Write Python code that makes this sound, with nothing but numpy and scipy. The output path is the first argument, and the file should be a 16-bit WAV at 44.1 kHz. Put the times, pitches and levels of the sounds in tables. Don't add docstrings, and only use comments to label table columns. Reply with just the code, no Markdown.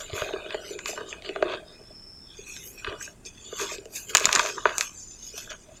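import sys
import numpy as np
from scipy import signal
from scipy.fft import rfft, irfft
from scipy.io import wavfile
from scipy.ndimage import uniform_filter1d

SR = 44100
rng = np.random.default_rng(int(sys.argv[2]) if len(sys.argv) > 2 else 0)


def wav_out(sig):
    wavfile.write(sys.argv[1], SR, np.round(np.clip(np.atleast_2d(sig).T, -1, 1) * 32767).astype(np.int16))


N = 255780

# f/Hz, width before damping/Hz, strength/dB
FLOOR_MODES = [(368, 104, -1.5), (414.4, 94, 0), (510, 134, -14.5), (195, 450, -30)]
WALL_MODES = [(619, 86.5, 7.5), (860, 210, -13.5)]
BIG_LUMP_MODES = [(943, 120, 1), (1193, 213, 10), (1479, 120, 5.5), (1616, 184, 10)]
SMALL_LUMP_MODES = [(2004, 380, -3), (2532, 195, 8), (2921, 168, -0.5), (3460, 520, 6.5), (4570, 650, -2)]
GRIT_MODES = [(5085, 1600, -8.5), (6490, 370, -5.5), (7050, 230, -2), (7210, 1400, -5)]
DUST_MODES = [(8880, 3100, -3.5), (11510, 1700, -1), (13500, 1700, -7.5), (15300, 510, -11.5)]
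CRUSHED = (BIG_LUMP_MODES, SMALL_LUMP_MODES, GRIT_MODES, DUST_MODES)
BODIES = (FLOOR_MODES, WALL_MODES) + CRUSHED
BREADTH_DB = 10


def gain_of(db):
    return 10 ** (np.asarray(db) / 20)


def evened(x):
    return x / np.sqrt(np.mean(x ** 2) + 1e-20)


def peaked(sound, db):
    return gain_of(db) * sound / abs(sound).max()


def add(mix, s, sound):
    part = mix[round(s * SR):][:len(sound)]
    part += sound[:len(part)]


def ring(modes, chance_db=None, damping=0.87):
    t = np.arange(1400) / SR
    hz, width, db = np.transpose(modes)[:, :, None]
    width = width * damping
    if chance_db is not None:
        db = db + chance_db[:len(modes), None]
    sign = (-1.) ** np.arange(len(modes))[:, None]
    strength = sign * gain_of(db) * np.sqrt(width)
    soft_start = (1 - np.exp(-6. * width * t)) ** 2
    sines = np.exp(-np.pi * width * t) * np.sin(2 * np.pi * hz * t)
    tap = (strength * sines * soft_start).sum(0)
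    return tap / np.linalg.norm(tap)


def shares_db(fineness, breadth):
    step = np.arange(1, len(CRUSHED) + 1)
    distance = (step - np.clip(fineness, 0, len(BODIES))) / max(breadth, .4)
    dust_db = -10
    return -BREADTH_DB * distance ** 2 + dust_db * (step == step[-1])


def swell_db(t, s, rise_s, fall_s):
    roundness = 1.043
    side_s = np.maximum(np.where(t < s, rise_s, fall_s), .005)
    return -20 * (abs(t - s) / side_s) ** roundness


def hands():
    # peak t/s, floor level/dB, wall level/dB, rise/s, fall/s
    shower_list = [(0.0, -41.5, -48, .1, 0.15), (0.149, -45, -46, 0.13, 0.17),
                   (.26, -42.5, -41.5, 0.18, 0.73), (.37, -42.5, -50, 0.45, 0.115),
                   (0.47, -40.5, -50.5, 0.075, 0.2), (.57, -43, -44.5, 0.1, 0.32),
                   (0.738, -38, -54, 0.12, 0.27), (0.9, -48.5, -52, 0.031, 0.53),
                   (1.04, -41, -50, 0.24, 0.2), (1.24, -62.5, -51, 0.095, .15),
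                   (1.31, -40.5, -64, 0.098, 0.17), (1.462, -41, -42.5, 0.52, 0.22),
                   (1.539, -39, -39.5, 0.34, 0.13), (1.62, -47.5, -52, 0.086, 0.44),
                   (1.78, -61.5, -47.5, 0.077, 0.14), (2.411, -51, -74, 0.041, 0.14),
                   (2.699, -42.5, -73, 0.18, 0.22), (2.85, -45.5, -61, 0.025, 0.14),
                   (2.919, -40, -44.5, 0.12, 0.14), (3.09, -70.5, -54.5, 0.045, 0.33),
                   (3.259, -44, -72.5, 0.021, 0.036), (3.477, -45.5, -51, 0.059, 0.12),
                   (3.63, -41, -50, 0.14, 0.38), (3.78, -49, -59, .1, 0.2), (3.95, -51.5, -50, 0.25, 0.18),
                   (4.102, -39, -57, 0.051, 0.18), (4.224, -46.5, -49.5, 0.09, 0.21),
                   (4.371, -39, -38, 0.15, 0.26), (4.459, -53, -60, 0.19, 0.13),
                   (4.56, -41, -56.5, 0.08, 0.16), (4.681, -40.5, -40, 0.063, 0.18),
                   (5.371, -52.5, -51.5, 0.054, 0.32), (5.5, -50, -52, 0.068, 0.24),
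                   (5.69, -67, -48.5, 0.081, 0.2)]
    # peak t/s, level before sharing/dB, fineness/steps, breadth/steps, rise/s, fall/s
    squeeze_list = [(.005, -39, 2.64, 1.87, 0.18, 0.13), (0.164, -40.5, 1.8, 7.5, 0.063, 0.25),
                    (.25, -40, 1.8, 0.71, 0.31, 0.11), (.4, -44, 1.67, 1.02, 0.92, 0.25),
                    (0.531, -40.5, 1.78, 1.12, 0.22, 0.19), (.65, -45, 2.07, 1.6, 0.11, 0.68),
                    (.73, -43.5, 3.5, 1.3, 0.31, 0.026), (0.886, -36, 2.82, 1.83, 0.071, 0.13),
                    (0.988, -38.5, .7, 1.14, 0.066, 0.082), (1.095, -41, 2.97, 0.92, 0.047, 0.11),
                    (1.136, -43, 1.57, 0.74, 0.39, 0.19), (1.251, -42, 1.94, 1.08, 0.032, 0.42),
                    (1.449, -38.5, 0.32, 1.3, 0.097, 0.1), (1.526, -36, 1.64, 1.03, 0.14, 0.13),
                    (1.7, -49.5, 1.79, 1.15, 0.11, 0.56), (2.35, -46, 1.88, 0.8, 0.15, 0.24),
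                    (2.395, -44, 2.87, 1.16, 0.1, 0.083), (2.491, -41, 3.02, 1.74, 0.088, 0.53),
                    (2.661, -30, 4.68, 1.05, 0.06, 0.15), (2.785, -40.5, 2.4, 0.84, 0.018, 0.097),
                    (2.879, -38, 1.38, 1.05, 0.09, 0.18), (3.016, -47, 1.1, 1.2, 0.017, 0.14),
                    (3.028, -38, 2.95, 1.46, 0.067, 0.12), (3.261, -38, 2.77, 1.22, 0.018, 0.06),
                    (3.36, -53, 1.8, 0.63, 0.032, 0.57), (3.478, -43, 2.53, 0.97, 0.3, 0.18),
                    (3.616, -35, 2.8, 1.76, 0.15, 0.1), (3.66, -36, 0.34, 1.06, 0.23, 0.055),
                    (3.7, -40, 2.33, 1.9, 0.12, 0.18), (3.75, -39.5, 2.84, 1.46, 0.13, 0.02),
                    (3.959, -31, 5.19, 3.3, 0.057, 0.14), (4.099, -37.5, 3.8, 2.7, 0.047, 0.049),
                    (4.18, -33.5, 1.66, 2.3, 0.085, 0.14), (4.24, -36, 2.24, 2, 0.067, 0.42),
                    (4.345, -28.5, 0.91, 2.2, 0.062, 0.16), (4.42, -38, 2.9, 1.1, 0.22, 0.41),
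                    (4.491, -39, 1.1, 4.4, 0.074, 0.046), (4.6, -43, 0.72, 1.8, 0.087, 0.089),
                    (4.671, -31.5, 0.27, 2.35, 0.028, 0.096), (4.74, -38, 0.52, 1.2, 0.15, 0.22),
                    (4.819, -35.5, 2.93, 1.63, 0.14, 0.15), (4.981, -41.5, 3.03, 0.82, 0.1, 0.46),
                    (5.113, -44.5, 2.66, 0.91, .015, 0.12), (5.264, -40, 3.02, 1.2, 0.14, 0.19),
                    (5.379, -38, 3.12, 2.27, 0.06, 0.077), (5.429, -44.5, 2.7, 2, .08, 0.14),
                    (5.509, -40, 1.47, 2.2, 0.028, 0.077), (5.64, -47, 2.66, 0.62, 0.3, 0.032),
                    (5.772, -48, 2.4, 1.4, 0.21, 0.061)]
    t = np.arange(0, N + 64, 64) / SR
    power = np.full((len(BODIES), len(t)), 1e-10)
    for s, floor_db, wall_db, rise_s, fall_s in shower_list:
        basin_db = np.array([[floor_db], [wall_db]])
        power[:2] += gain_of(basin_db + swell_db(t, s, rise_s, fall_s)) ** 2
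    for s, db, fineness, breadth, rise_s, fall_s in squeeze_list:
        body_db = db + shares_db(fineness, breadth)[:, None]
        power[2:] += gain_of(body_db + swell_db(t, s, rise_s, fall_s)) ** 2
    return t, 10 * np.log10(power)


def patchy(x, patch_db, level_db):
    grip_s = 0.046
    z = signal.stft(x, nperseg=512, noverlap=384)[2]
    field = rng.standard_normal((z.shape[1], len(z) // 3 + 1)).T
    field = np.repeat(field, repeats=3, axis=0)[:len(z)]
    field = uniform_filter1d(field, size=5, axis=1)
    field = evened(signal.lfilter([1], [1, -np.exp(-128 / SR / grip_s)], field))
    few = np.clip((-24.5 - level_db[::128]) / 20.8, .15, 1)
    patch_db = patch_db * np.pad(few, (0, len(field[0]) - len(few)), "edge")
    gain = gain_of(patch_db * np.clip(field, -2, .9))
    colour = (abs(z) ** 2).mean(1, keepdims=True)
    gain /= np.sqrt((gain ** 2 * colour).sum(0) / colour.sum())
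    return signal.istft(z * gain, nperseg=512, noverlap=384)[1][:N]


def crumbling():
    # rate/(1/s), spread of grain size/dB,
    # patchiness in light work/dB, width factor of the modes when crushed hard/1
    grain_list = [(562.5, 3, -0.5, 1.02), (575, 4, 6, 1.5), (880, 3, 6, 2.4), (1415, 3, 9, 3.8),
                  (3920, 3.5, 13, 3), (4970, 4, 11.5, 0.66)]
    crush_db, crush_range_db = -37, 10
    hard_db, hard_range_db = -46, 17
    s, levels_db = hands()
    t, out = np.arange(N) / SR, np.zeros(N)
    effort_db = np.interp(t, s, 10 * np.log10((gain_of(levels_db) ** 2).sum(0)))
    splinters = evened((rng.random(N) < 220 / SR) * rng.standard_normal(N))
    splinters = splinters * np.clip((effort_db - hard_db) / hard_range_db, .1, 1)
    crush = np.clip((effort_db - crush_db) / crush_range_db, 0, 1)
    for modes, body_db, grain in zip(BODIES, levels_db, grain_list):
        per_s, spread_db, patch_db, damping = grain
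        hit = rng.random(N) < per_s / SR
        sign = rng.choice([-1., 1.], N)
        size = np.minimum(rng.exponential(1, N), 4)
        train = evened(hit * sign * gain_of(spread_db * size))
        level_db = np.interp(t, s, body_db)
        free = signal.oaconvolve(train, ring(modes))[:N]
        free = evened(patchy(free, patch_db, level_db))
        blows = np.sqrt(crush) * train + 0.35 * splinters
        crushed = signal.oaconvolve(blows, ring(modes, damping=damping))[:N]
        out += gain_of(level_db) * (np.sqrt(1 - crush) * free + crushed)
    return out


def room():
    # f/Hz, relative level per Hz/dB
    room_colour = [(12, -28.5), (20, 5.5), (65, 0), (370, -7.5), (520, -14.5), (800, -17.5), (1600, -21),
                   (4500, -34), (7100, -25), (9500, -24.5), (10200, -34), (16000, -41.5)]
    room_db = -44.5
    hz = np.fft.rfftfreq(N, 1 / SR)
    f, db = np.transpose(room_colour)
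    shape = gain_of(np.interp(np.log(hz + 1), np.log(f + 1), db))
    return gain_of(room_db) * evened(irfft(rfft(rng.standard_normal(N)) * shape, N))


def lump_snap(fineness, breadth, spot):
    step_hz, octaves_per_step = 1300, 1.1
    colour_chance_db = 2
    damping = 1 + 0.19 * fineness ** 2
    lump = 0
    for k, (modes, share_db) in enumerate(zip(CRUSHED, shares_db(fineness, breadth))):
        step = 1 + np.log2(np.transpose(modes)[0] / step_hz) / octaves_per_step
        distance = (step - fineness) / max(breadth, .4)
        colour_db = colour_chance_db * spot[5 * k:][:len(modes)] - BREADTH_DB * distance ** 2
        lump = lump + peaked(ring(modes, colour_db - colour_db.max(), damping), share_db)
    return lump


def cracks():
    # t/s, floor peak level/dB, wall peak level/dB, lump peak level/dB,
    # fineness/steps, breadth/steps
    crack_list = [(0.098, -56, -34, -29, 2.2, 0.77), (0.1316, -29, -43, -25.5, 2.1, 0.65),
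                  (0.1778, -38, -42, -24.5, 1, 1.2), (0.219, -40, -22, -18.5, 1, 1.75),
                  (0.2901, -30, -35, -31, 0.9, 0.94), (0.3346, -21, -30, -27, 0.54, 2),
                  (0.3606, -31.5, -35, -28, 0.69, 0.88), (0.461, -35, -33, -32, 1.6, 1.1),
                  (0.5062, -53, -43, -24, 1.83, 0.91), (0.5445, -27, -21.5, -24.5, 1.6, 1.2),
                  (0.707, -26, -39, -33, 3.1, 2.7), (0.79, -49, -49, -23, 2.18, 2.2),
                  (0.8585, -59, -65, -18, 2.3, 1.85), (0.8893, -31.5, -30.5, -27, 3.4, 2.4),
                  (0.931, -36, -31, -32, 1.3, 3.3), (0.976, -34, -34.5, -23, 1, 1.5),
                  (1.009, -30, -48, -30.5, 0.5, 3), (1.127, -38, -43, -22, 1.61, 0.41),
                  (1.2222, -69, -36, -27.5, 2.26, 0.88), (1.247, -52, -45, -31.5, 1.6, 1),
                  (1.261, -56, -43, -30.5, 2.1, 0.52), (1.291, -31, -36, -21.5, 2.05, 0.91),
                  (1.3598, -34, -23.5, -22, 1.2, 1.44), (1.425, -18.5, -11, -13.5, 0.57, 1.7),
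                  (1.458, -28, -45, -33, 1.3, 1.5), (1.809, -35, -82, -49, 2.1, 3.6),
                  (1.905, -45, -39, -47.5, 3.4, 1.3), (2.387, -32, -51, -45, 1.7, 0.93),
                  (2.565, -51, -48, -27.5, 1.89, 1.3), (2.846, -34, -43, -21, 1.46, 1.3),
                  (2.866, -42, -56, -23, 1.05, 1.3), (2.872, -30.5, -82, -19.5, 1.16, 0.88),
                  (2.925, -32, -47, -29.5, 1.6, 1.3), (3.011, -52, -53, -29, 1.37, 0.41),
                  (3.077, -48, -38, -35, 1.4, 0.33), (3.2521, -42, -58, -27.5, 2.55, 0.49),
                  (3.526, -27, -39.5, -32, 1.26, 0.85), (3.597, -49.5, -49, -23.5, 0.55, 0.98),
                  (3.612, -29.5, -46, -41, 1, 2), (3.718, -46, -32, -30, 4.4, 1.4),
                  (3.7569, -35, -43.5, -33, 3.8, 1.3), (3.783, -30.5, -41.5, -29, 2.1, 0.59),
                  (3.8558, -32.5, -38.5, -27.5, 3.3, 6.1), (4.1501, -37.5, -27, 4, 2.92, 3.1),
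                  (4.153, -34.5, -28.5, -6, 1.3, 2.7), (4.17, -61, -45, -2, 3.27, 2.3),
                  (4.18, -63, -41, -13, 3.4, 2.5), (4.1985, -41, -45, -16, 3.4, 1.2),
                  (4.205, -43.5, -44.5, -21, 2.5, 1.2), (4.209, -31, -25, -27, 1.8, 2),
                  (4.2398, -55.5, -47, -29, 3, 1.2), (4.2444, -34, -39, -13, 2.1, 0.66),
                  (4.2552, -36.5, -39, 1, 3.17, 2.5), (4.268, -49, -35, -20, 0.68, 1),
                  (4.2903, -46, -39, -11.5, 0.7, 1.8), (4.3128, -44.5, -52, -22, 2.4, 2),
                  (4.3285, -49, -48, -5, 2.74, 1.85), (4.348, -37, -39, -25, 1.2, 1.7),
                  (4.352, -30.5, -47, -3.5, 2.88, 0.88), (4.3554, -38, -32, -12, 1.2, 1.4),
                  (4.36, -50, -41, -5, 2.3, 2.4), (4.394, -47, -38, -6.5, 1.9, 2.4),
                  (4.396, -43, -30, -12.5, 0.43, 0.54), (4.4507, -38.5, -32, -22, 1.2, 2.1),
                  (4.4608, -46, -34, -17, 2, 2.8), (4.4706, -38, -35, -21, 2, 1.7),
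                  (4.5, -46, -43.5, -30, 2.1, 2.2), (4.573, -33.5, -44, -34, 0.9, 0.69),
                  (4.58, -43.5, -44.5, -19.5, 0.31, 1.1), (4.6549, -18.5, -15.5, -3, 0.21, 1.46),
                  (4.782, -51, -50, -5.5, 3.9, 3.2), (4.8092, -49.5, -56.5, -7.5, 2.55, 1.73),
                  (5.338, -35, -61, -53, 2.2, 1.7), (5.3779, -47, -39, -28, 3.2, 2.8),
                  (5.474, -39, -42, -34.5, 1.2, 0.98), (5.505, -43.5, -37, -25, 3.6, 3.1),
                  (5.517, -44, -41, -28.5, 1.3, 1.5)]
    rattle_t60_s, fine_share = 0.023, 0.18
    bounce_t60_s = 0.014
    rattle_db, bounce_db = -13, -7
    out, t = np.zeros(N), np.arange(1500) / SR
    chance = rng.standard_normal((len(crack_list), 3, len(t)))
    for crack, (size, hit, spot) in zip(crack_list, chance):
        s, floor_db, wall_db, lump_db, fineness, breadth = crack
        pieces = size * (hit > 1.2)
        rattle = pieces * gain_of(rattle_db - 60 * t / (rattle_t60_s * (1 - fine_share) ** fineness))
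        bounce = pieces * gain_of(bounce_db - 60 * t / bounce_t60_s)
        rattle[0], bounce[0] = 1, 1
        lump = lump_snap(fineness, breadth, spot)
        floor = ring(FLOOR_MODES, 3 * spot[-5:])
        wall = ring(WALL_MODES)
        for blows, body, db in ((rattle, lump, lump_db), (bounce, floor, floor_db), (bounce, wall, wall_db)):
            add(out, s, peaked(signal.fftconvolve(blows, body), db))
    return out


def walls(x):
    taps, at = np.zeros(8000), np.arange(90, 7900, 22)
    fade = gain_of(-60 * at / SR / 0.046)
    reflections = rng.choice([-1., 1.], len(at)) * fade
    taps[at + rng.integers(0, 22, len(at))] = reflections
    return signal.oaconvolve(x, taps / np.linalg.norm(taps))[:N]


def thumps():
    # t/s, peak level/dB, f/Hz
    thump_list = [(0.13, -27.5, 98), (0.219, -29.5, 104), (2.884, -32, 87.7), (4.146, -31.5, 148),
                  (4.249, -28.5, 187), (4.278, -28, 196), (4.368, -29.5, 190)]
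    turns = 0.34
    out, t = np.zeros(N), np.arange(3000) / SR
    for s, db, hz in thump_list:
        push = np.sin(2 * np.pi * hz * t) * t * np.exp(-t * hz / turns)
        add(out, s, peaked(push, db))
    return out


def whistle():
    # t/s, level/dB, f/Hz
    whistle_path = [(1.628, -52.5, 4950), (1.799, -53.5, 5260), (2.0, -49, 5300), (2.271, -50, 5340),
                    (2.4, -62, 5440)]
    s, level_db, hz = np.transpose(whistle_path)
    t = np.arange(s[0], s[-1], 1 / SR)
    fuzz = signal.lfilter(*signal.butter(4, 125 / SR * 2), rng.standard_normal((2, len(t))))
    turn = np.exp(2j * np.pi * np.cumsum(np.interp(t, s, hz)) / SR)
    tone = evened(((fuzz[0] + 1j * fuzz[1]) * turn).real)
    fade = signal.windows.tukey(len(t), .15)
    out = np.zeros(N)
    add(out, s[0], tone * gain_of(np.interp(t, s, level_db)) * fade)
    return out


def suppress(x):
    z = signal.stft(x, nperseg=512, noverlap=384)[2]
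    power = uniform_filter1d(abs(z) ** 2, size=3, axis=1)
    power = uniform_filter1d(power, size=12, axis=2, origin=3)
    quiet = np.percentile(power, 15, axis=2, keepdims=True)
    over_db = 10 * np.log10(abs(power) / quiet + 1e-9)
    gain = gain_of(-9. / (1 + np.exp((over_db - 9.5) / 1.72)))
    return signal.istft(z * gain, nperseg=512, noverlap=384)[1][:, :N]


def scene():
    snaps = cracks()
    echoes = gain_of(-12.5) * walls(snaps)
    near = snaps + echoes + crumbling() + thumps()
    return (near + whistle() + room())[None]


def record(dry):
    edge_hz = 16200
    clipped = np.clip(suppress(dry), -1, 1)
    lowpass = signal.firwin(511, edge_hz, window=("kaiser", 9), fs=SR)[None]
    return signal.oaconvolve(clipped, lowpass, "same")


dry = scene()
out = record(dry)
wav_out(out)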